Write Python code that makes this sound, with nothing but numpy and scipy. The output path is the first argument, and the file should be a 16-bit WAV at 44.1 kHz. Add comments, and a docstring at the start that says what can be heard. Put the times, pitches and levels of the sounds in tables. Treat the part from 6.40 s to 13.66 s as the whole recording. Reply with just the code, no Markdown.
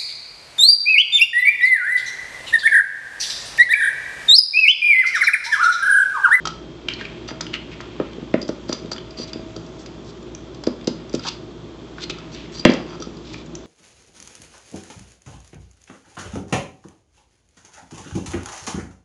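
"""On a vinyl floor in a small room, a dog mouths an egg close to a phone microphone.
Thuds are short wave packets with ringing boards; shell taps are noise bursts in a damped resonance.
Collar tags clink as dying sines and scrape as dense slips; fur, paws and mouth rustle as random grains.
Sparse reflections answer the hits, over air noise, an appliance's drone and hum and a thin whine.
The hardest drop overloads the recorder."""
import sys
import numpy as np
from scipy import signal
from scipy.fft import rfft, irfft, next_fast_len
from scipy.io import wavfile
from scipy.ndimage import uniform_filter1d

SR = 44100
rng = np.random.default_rng(int(sys.argv[2]) if len(sys.argv) > 2 else 0)


def transcribe(signal):
    """Save signal, clipped to [-1, 1], as a 16-bit WAV file at the path in sys.argv[1]."""
    frames = np.atleast_2d(signal).T
    limited = np.clip(frames, -1, 1)
    pcm = np.round(limited * 32767).astype(np.int16)
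    wavfile.write(sys.argv[1], SR, pcm)


N = 320149  # length in samples

# Egg and jaw meeting the floor. Each row: start in seconds, blow level in dB, pitch of the blow in Hz.
FLOOR_THUDS = [(.614, -23, 260), (0.912, -18, 300), (1.599, -6, 294), (1.782, -21, 330),
               (1.825, -19.5, 220), (1.941, -1, 325), (2.028, -19.5, 322), (2.091, -8, 312),
               (2.294, -10, 300), (2.328, -18.5, 354), (2.445, -20.5, 223), (2.518, -22.5, 322),
               (2.797, -18.5, 288), (2.957, -18.5, 300), (2.992, -21, 312), (3.164, -21, 318),
               (4.271, -3.5, 296), (4.475, -6, 281), (4.74, -7, 288), (4.751, -19, 250), (5.698, -22, 255),
               (6.252, 7.5, 271), (6.293, -1.5, 274), (6.34, -9.5, 233), (6.408, -30, 350),
               (6.454, -23, 295), (6.601, -19, 272), (6.669, -20, 276)]
# Modes of the floor boards. Each row: frequency in Hz, relative level in dB, t60 in seconds.
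BOARD_MODES = [(202, -7, 0.13), (275, -9.5, 0.12), (338, -0.5, 0.035), (420, -0.5, 0.076),
               (491, 2.5, 0.055), (602, -2, 0.04), (793, -19, 0.056)]
# Teeth and floor tapping the shell. Each row: start in seconds, peak in dB, centre in Hz.
SHELL_TAPS = [(0.0547, -18.5, 1300), (0.071, -19.5, 1340), (0.4851, -8, 2700), (0.5364, -16.5, 4320),
              (0.612, -18, 1690), (.6522, -20, 2400), (.889, -21.5, 1240), (0.9078, -25, 1270),
              (1.0076, -16, 1070), (1.067, -20, 3000), (1.14, -10, 2820), (1.317, -32.5, 2510),
              (1.4046, -19.5, 1710), (1.5997, -23, 1720), (1.7325, -31.5, 3130), (1.9403, -12, 1820),
              (2.09, -26, 1260), (2.294, -26, 1190), (2.3247, -19, 1070), (2.459, -29, 3500),
              (2.517, -20.5, 1130), (2.563, -25, 3400), (2.581, -20.5, 3270), (2.9332, -25, 3470),
              (3.461, -28, 3500), (3.8285, -34.5, 7000), (3.9494, -19, 6060), (3.9514, -33, 2380),
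              (4.237, -26, 1080), (4.2679, -24, 1370), (4.412, -31, 3560), (4.4445, -31, 4800),
              (4.4747, -30, 1100), (4.738, -29, 1300), (5.583, -24.5, 1490), (5.638, -21, 4300),
              (5.699, -17.5, 2580), (5.706, -17.5, 3680), (6.044, -32.5, 1980), (6.2512, 6, 2440),
              (6.293, -12.5, 1900), (6.943, -21, 2370), (7.0614, -32, 6940), (7.1526, -18, 6200)]
# Collar tags knocking. Each row: start in seconds, level in dB, then tick, upper ring and low ring
# in dB relative to that level.
TAG_CLINKS = [(0.0539, -14.5, -0.5, -11, 0), (0.0722, -16.5, 1.5, 0, 2.5), (0.8862, -25, -15, -6, -20),
              (0.9097, -31, -6, -1, -10), (1.0088, -10.5, 0, -9, -41), (1.1378, -31, -25, -6, -21),
              (1.4082, -30.5, 2.5, -16, -11), (2.0158, -17.5, -9, -16, -30), (2.027, -13, -18, -17, -27),
              (2.0792, -23.5, -2, -12, -34), (2.089, -29, 5, -11, -31), (2.2917, -15, -8, -26, -16),
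              (2.3273, -5, -9.5, -6, -29), (2.5166, -13, -7, -14, -34), (2.531, -15, -15, -17, -17),
              (2.7067, -24, -11, -23, -25), (2.9322, -12.5, -15, -19, -25), (3.1624, -19, -8, -9, -13),
              (3.264, -34.5, -3, -5, -23), (3.3917, -37, -9, -17, -28), (3.4604, -22, -7, -18, -32),
              (4.146, -29, -2, -17, -16), (4.237, -19, -3, -25, -29), (4.2683, -15.5, -4.5, -26, -28),
              (4.4726, -6, -8, -17, -36), (4.6952, -29, -12, -1, -25), (4.7286, -25, -3, -10, -30),
              (4.7381, -17.5, -8, -6, -28), (4.7483, -19, 2, -7, -13), (4.794, -18, -13, -13, -13),
              (4.8841, -18.5, 4, -7, -31), (5.6967, -17.5, -3.5, -25, -14), (5.7843, -24.5, -8.5, -13, -6),
              (6.196, -10.5, -19, -28, -40), (6.2517, -5.5, -12, -2, -10), (6.3008, -12, -16, -17, -17),
              (6.317, -17, -14, -14, -19), (6.3356, -15, -4, -8, -12), (6.504, -41, -15, -11, 7),
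              (6.531, -36.5, -17, -12, 7.5), (6.601, -26.5, -6, -2, -22), (6.6227, -21.5, -7, 5, -5),
              (6.769, -32.5, -2, -8, -30)]
# Three groups of tag modes. Each row: frequency in Hz, relative level in dB, t60 in seconds.
MAIN_TAG_MODES = [(4758, 5.5, 0.014), (4990, -8, 0.026), (4782, -29, 0.16)]
UPPER_TAG_MODES = [(5865, 4, 0.014), (6370, -14, 0.011), (3563, -14, 0.034)]
LOW_TAG_MODES = [(1327, -3, 0.046), (3217, -11.5, 0.054)]
# Teeth, collar and rolling egg dragging. Each row: start in seconds, end in seconds, grit level in dB rms,
# swell over its length in dB, centre in Hz, tag ring in dB relative to the grit.
DRAGS = [(0.485, 0.56, -39.5, -9, 2500, -24), (0.58, 0.687, -41.5, -15, 2440, -31),
         (0.873, 0.925, -44, -19, 3230, -0.5), (1.131, 1.17, -31, -22, 2300, -30),
         (1.308, 1.352, -43.5, -6, 2460, -23), (2.273, 2.371, -50.5, -2, 4900, 7),
         (2.51, 2.543, -37, -4, 5400, 0.5), (2.765, 2.856, -45.5, -1, 5360, 9),
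         (2.87, 2.91, -44.5, -11, 4080, -19), (3.386, 3.447, -48, -15, 6040, -16),
         (3.634, 3.72, -49.5, 7, 4970, -28), (4.796, 4.901, -32.5, 34, 3440, -9),
         (4.844, 4.897, -33, -6, 1100, -32), (4.885, 4.973, -45.5, -11, 3700, -10),
         (5.544, 5.654, -37, 47, 3900, -27), (5.695, 5.718, -31.5, -11, 3530, -33),
         (5.914, 5.957, -44.5, 7, 4930, -8), (5.929, 6.09, -45.5, -13, 3100, -27),
         (6.115, 6.16, -44, -1, 6000, -12), (6.135, 6.222, -45, 4, 5200, 6),
         (6.258, 6.401, -41.5, -5, 1500, -30), (6.261, 6.48, -35.5, -20, 750, -14),
         (6.454, 6.577, -47, 3, 900, -4.5), (6.606, 6.67, -56.5, -14, 5040, 8.5),
         (6.829, 7.043, -47, -4, 3770, -30), (6.926, 6.945, -41.5, 3, 5350, -27)]
# Motion of the dog. Each row: time in seconds, fur and paw rustle in dB, lip and tongue hiss in dB.
DOG_MOTION = [(0.0, -54, -86), (0.36, -54, -83), (0.66, -44.5, -74), (1.09, -51, -66), (1.64, -45.5, -66),
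              (2.05, -56.5, -60), (2.34, -50, -58), (2.59, -55, -66), (2.93, -46.5, -63),
              (3.17, -54, -55.5), (4.51, -55.5, -71.5), (4.87, -47.5, -64), (5.05, -57.5, -67),
              (5.62, -53.5, -62), (5.78, -48, -61), (6.05, -52, -60), (6.33, -42.5, -66), (6.7, -54, -58.5),
              (7.26, -56, -63)]
# Spectra of the rustle and of the hiss. Each row: frequency in Hz, relative level in dB.
RUSTLE_SPECTRUM = [(500, -30.5), (900, 1), (1500, -4.5), (2500, 1), (3500, -3), (4500, -8.5), (6000, -16)]
HISS_SPECTRUM = [(3000, -25.5), (4500, -11), (6000, 2.5), (7500, 1), (8200, -20)]
# Decay of the small room. Each row: frequency in Hz, t60 in seconds, relative level in dB.
ROOM_DECAY = [(150, 0.22, 8.5), (400, 0.54, -10), (910, 0.3, 4.5), (3160, 0.37, 4), (5900, 0.37, -2.5)]
# Spectrum of the air noise. Each row: frequency in Hz, relative level in dB.
AIR_SPECTRUM = [(15, -58), (25, -34.5), (48, -10), (70, -16), (85, -22.5), (114, -11), (271, -9),
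                (328, -1.5), (398, -14), (644, -17), (726, -21), (1200, -22.5), (2360, -37.5),
                (3550, -30.5), (7860, -38), (10200, -77), (17300, -120)]
# Bands of the appliance's housing. Each row: centre in Hz, width at half amplitude in Hz, level in dB rms.
DRONE_BANDS = [(116.4, 21, -49), (162.9, 13, -47.5), (234, 22, -49), (358, 27, -47), (409, 35, -51.5),
               (640.5, 3.1, -56), (3470, 150, -61.5)]
# Steady tones. Each row: frequency in Hz, level in dB rms.
HUM_TONES = [(59.5, -48.5), (641, -62)]
# Level of a thin whine. Each row: time in seconds, level in dB rms.
WHINE_LEVEL = [(0, -56.5), (.9, -55), (2.2, -58.5), (3.5, -63), (5.2, -62), (7.26, -65)]

# thuds: bass cut; ring and hard edge against the blow, and extra edge for each dB of blow
BASS_HZ, BOARDS_DB, EDGE_DB, EDGE_PER_DB = 185, -9, -5, 0.48
# taps: decay at 2 kHz; sharpness of each resonance for a full-scale tap at 2 kHz
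TAP_T60_S, TAP_Q = 0.023, 1.68
SHORTER, SHARPER = 0.31, 0.26  # powers of pitch by which brighter taps shorten and sharpen
DULLER_DB = 0.5  # sharpness lost for each dB of strength: hard taps shake the whole shell
SKIRT_DB, SKIRT_PER_OCTAVE_DB = -3, -8.5  # skirt gain at 2 kHz; brighter taps are purer
TICK_HZ = 4960
DRAG_UPPER_DB, DRAG_LOW_DB = -4, -15  # gains of the upper and low tag modes while dragging
AIR_DB, WHINE_HZ = -39.5, 3210  # air noise in dB rms
MIC_HZ, BAND_LIMIT_HZ = 5830, 8010  # the microphone fades above the first; the recorder stops at the second


def thuds():
    """Impact: a deep swing between two smaller ones, a woody edge, and a shudder exciting the boards."""
    out, t = np.zeros(N), np.arange(SR // 5) / SR
    noises = rng.standard_normal((len(FLOOR_THUDS), SR // 20))
    for (s, db, hz), noise in zip(FLOOR_THUDS, noises):
        turns = hz * t
        blow = -np.cos(2 * np.pi * (turns - 1.2)) * np.exp(-((turns - 1.08) / 0.58) ** 2)
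        edge = -np.cos(2 * np.pi * 1.9 * (turns - 1.12)) * 2.46 * turns * np.exp(-1.6 * turns)
        edge_gain = gain_of(EDGE_DB + EDGE_PER_DB * db)  # harder blows have more edge
        shudder = noise * gain_of(-60 * t[:len(noise)] / 0.064)
        boards = signal.fftconvolve(shudder, ring(BOARD_MODES, t))[:len(t)]
        boards = gain_of(BOARDS_DB) * boards / abs(boards).max()
        add(out, s, gain_of(db) * (blow + edge_gain * edge + boards))
    # a small object radiates no deep bass
    return signal.lfilter(*signal.butter(2, BASS_HZ, "high", fs=SR), out)


def taps():
    """Damped resonance: a snap and a crack of noise excite the shell, over a broad duller skirt."""
    out, t = np.zeros(N), np.arange(SR // 12) / SR
    snap = 1.7 * np.exp(-((t - .0003) / .00006) ** 2)
    for (s, db, hz), noise in zip(SHELL_TAPS, rng.standard_normal((len(SHELL_TAPS), SR // 12))):
        pitch = hz / 2000
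        crack = noise * gain_of(-60 * t / TAP_T60_S * pitch ** SHORTER) + snap
        q = TAP_Q * pitch ** SHARPER * gain_of(-DULLER_DB * db)
        skirt = double_band(crack, 0.84 * hz, 0.69)
        skirt_gain = gain_of(SKIRT_DB + SKIRT_PER_OCTAVE_DB * np.log2(pitch))
        tap = skirt_gain * skirt + double_band(crack, hz, q)
        add(out, s, gain_of(db) * tap / abs(tap).max())
    return out


def clinks():
    """Modal vibration: a brief chatter tick and ringing tags, a little off pitch as they hang differently."""
    out, t = np.zeros(N), np.arange(SR // 6) / SR
    noises = rng.standard_normal((len(TAG_CLINKS), SR // 6))
    for (s, db, tick_db, upper_db, low_db), noise in zip(TAG_CLINKS, noises):
        chatter = noise * gain_of(-60 * t / 0.026) * (1 - np.exp(-t / 0.001))
        tick = double_band(chatter, TICK_HZ, 1.16)
        tick = gain_of(tick_db) * tick / abs(tick).max()
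        tag_time = t * (1 + 0.014 * noise[-1])  # stretched time shifts the pitch
        upper = gain_of(upper_db) * ring(UPPER_TAG_MODES, tag_time, 1.2 * noise[-4:-1, None])
        rings = .5 * ring(MAIN_TAG_MODES, tag_time) + upper
        flutter = 1 + .5 * evened(uniform_filter1d(noise, 90))  # loose tags brush each other while they ring
        rings = rings * flutter * (1 - np.exp(-t / 0.0019))
        low = gain_of(low_db) * ring(LOW_TAG_MODES, tag_time)
        add(out, s, gain_of(db) * (rings + low + tick))
    return out


def scrapes():
    """Friction: dense uneven slips are heard directly as grit and through the ringing tags."""
    slips = grains(4000, 3.3)
    out, t = np.zeros(N), np.arange(SR // 16) / SR
    tags = ring(MAIN_TAG_MODES, t)
    tags = tags + gain_of(DRAG_UPPER_DB) * ring(UPPER_TAG_MODES, t)
    tags = tags + gain_of(DRAG_LOW_DB) * ring(LOW_TAG_MODES, t)
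    for s, end, db, swell_db, hz, ring_db in DRAGS:
        part = slips[round(s * SR):round(end * SR)]
        swell = gain_of(swell_db * np.linspace(-.5, .5, len(part)))
        part = part * swell * signal.windows.tukey(len(part), .4)
        grit = evened(double_band(part, hz, 1.0))
        add(out, s, gain_of(db) * grit)
        add(out, s, gain_of(db + ring_db) * evened(signal.fftconvolve(part, tags)))
    return out


def rustle(rustle_db, hiss_db):
    """Granular noise: dense small grains of fur and claws on vinyl, and finer ones of lips and tongue."""
    fur = coloured(grains(5000, 4.6), RUSTLE_SPECTRUM)
    lips = coloured(grains(4000, 2.5), HISS_SPECTRUM)
    return gain_of(rustle_db) * fur + gain_of(hiss_db) * lips


def room(x):
    """Reverberation: sparse reflections of random sign, each band dying at its own speed."""
    tail = np.zeros(SR // 2)
    at = np.arange(260, SR // 2 - 20, 20)  # one reflection in every 20 samples
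    tail[at + rng.integers(0, 20, len(at))] = rng.choice([-1., 1.], len(at))
    hz, t, z = signal.stft(tail, SR, nperseg=256)
    f, t60, db = np.transpose(ROOM_DECAY)
    shape_db = np.interp(hz, f, db)[:, None] - 60 * t / np.interp(hz, f, t60)[:, None]
    tail = signal.istft(z * gain_of(shape_db), SR, nperseg=256)[1]
    return signal.fftconvolve(x, tail / np.linalg.norm(tail))[:N]


def room_tone():
    """Stationary noise and tones: air, narrow wavering bands of a motor housing, hum and a whine."""
    t, hz = np.arange(N) / SR, np.fft.rfftfreq(N, 1 / SR)
    air = gain_of(AIR_DB) * coloured(rng.standard_normal(N), AIR_SPECTRUM)
    noise_spectrum = rfft(rng.standard_normal(N))
    drone = np.zeros(N)
    for f, width, db in DRONE_BANDS:
        resonance = 1 / (1 + ((hz - f) / width * 2) ** 2)
        drone += gain_of(db) * evened(irfft(noise_spectrum * resonance, N))
    # the root of two turns rms into the peak of a sine
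    hum = sum(np.sqrt(2) * gain_of(db) * np.sin(2 * np.pi * f * t) for f, db in HUM_TONES)
    whine_gain = np.sqrt(2) * gain_of(np.interp(t, *np.transpose(WHINE_LEVEL)))
    whine = whine_gain * np.sin(2 * np.pi * WHINE_HZ * t)
    return air + drone + hum + whine


def ring(modes, t, sway=0):
    """Modal decay: dying sines of a struck object; sway shifts each mode's level in dB."""
    hz, db, t60 = np.transpose(modes)[:, :, None]
    decay = gain_of(db + sway - 60 * t / np.maximum(t60, .003))
    return (decay * np.sin(2 * np.pi * hz * t)).sum(0)


def grains(per_s, spread_db):
    """Random impulses: sparse clicks of random sign, a few of them large."""
    size = gain_of(spread_db * np.minimum(rng.exponential(1, N), 4))
    return size * rng.choice([-1., 1.], N) * (rng.random(N) < per_s / SR)


def double_band(x, hz, q):
    """Resonance: two equal resonators in series."""
    peak = signal.iirpeak(hz, q, SR)
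    return signal.lfilter(*peak, signal.lfilter(*peak, x))


def coloured(x, spectrum):
    """Spectral shaping: weights the frequencies of x by a table, then scales to rms 1."""
    size = next_fast_len(N)
    weight = gain_of(read(spectrum, np.fft.rfftfreq(size, 1 / SR)))
    return evened(irfft(rfft(x, size) * weight, size)[:N])


def read(points, hz):
    """Interpolation: reads a table on a log-frequency axis."""
    f, value = np.transpose(points)
    return np.interp(np.log(hz + 1), np.log(f + 1), value)


def gain_of(db):
    """Decibel scale: turns decibels into amplitude gain."""
    return 10 ** (np.asarray(db) / 20)


def evened(x):
    """Normalisation: scales to rms 1."""
    return x / np.sqrt(np.mean(x ** 2) + 1e-20)


def add(mix, s, sound):
    """Superposition: adds a sound to the mix at time s in seconds."""
    part = mix[round(s * SR):][:len(sound)]
    part += sound[:len(part)]


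def scene():
    """Superposition: hits with their room tail over the rustle and the room tone."""
    s, *levels = np.transpose(DOG_MOTION)
    rustle_db, hiss_db = (np.interp(np.arange(N) / SR, s, level) for level in levels)
    low, shell, metal, drag = thuds(), taps(), clinks(), scrapes()
    sent = gain_of(-7.5) * low + gain_of(-9.0) * shell + gain_of(-9.5) * metal + gain_of(-13) * drag
    wet = room(sent)
    return (low + shell + metal + drag + wet + rustle(rustle_db, hiss_db) + room_tone())[None]


def record(dry):
    """Transducer limits: treble fade of the microphone, hard overload at full scale, then the band limit."""
    faded = signal.lfilter(*signal.butter(2, MIC_HZ, fs=SR), dry)
    clipped = np.clip(faded, -1, 1)
    band_limit = signal.firwin(255, BAND_LIMIT_HZ, window=("kaiser", 9), fs=SR)
    return signal.oaconvolve(clipped, band_limit[None], "same")


dry = scene()
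out = record(dry)
transcribe(out)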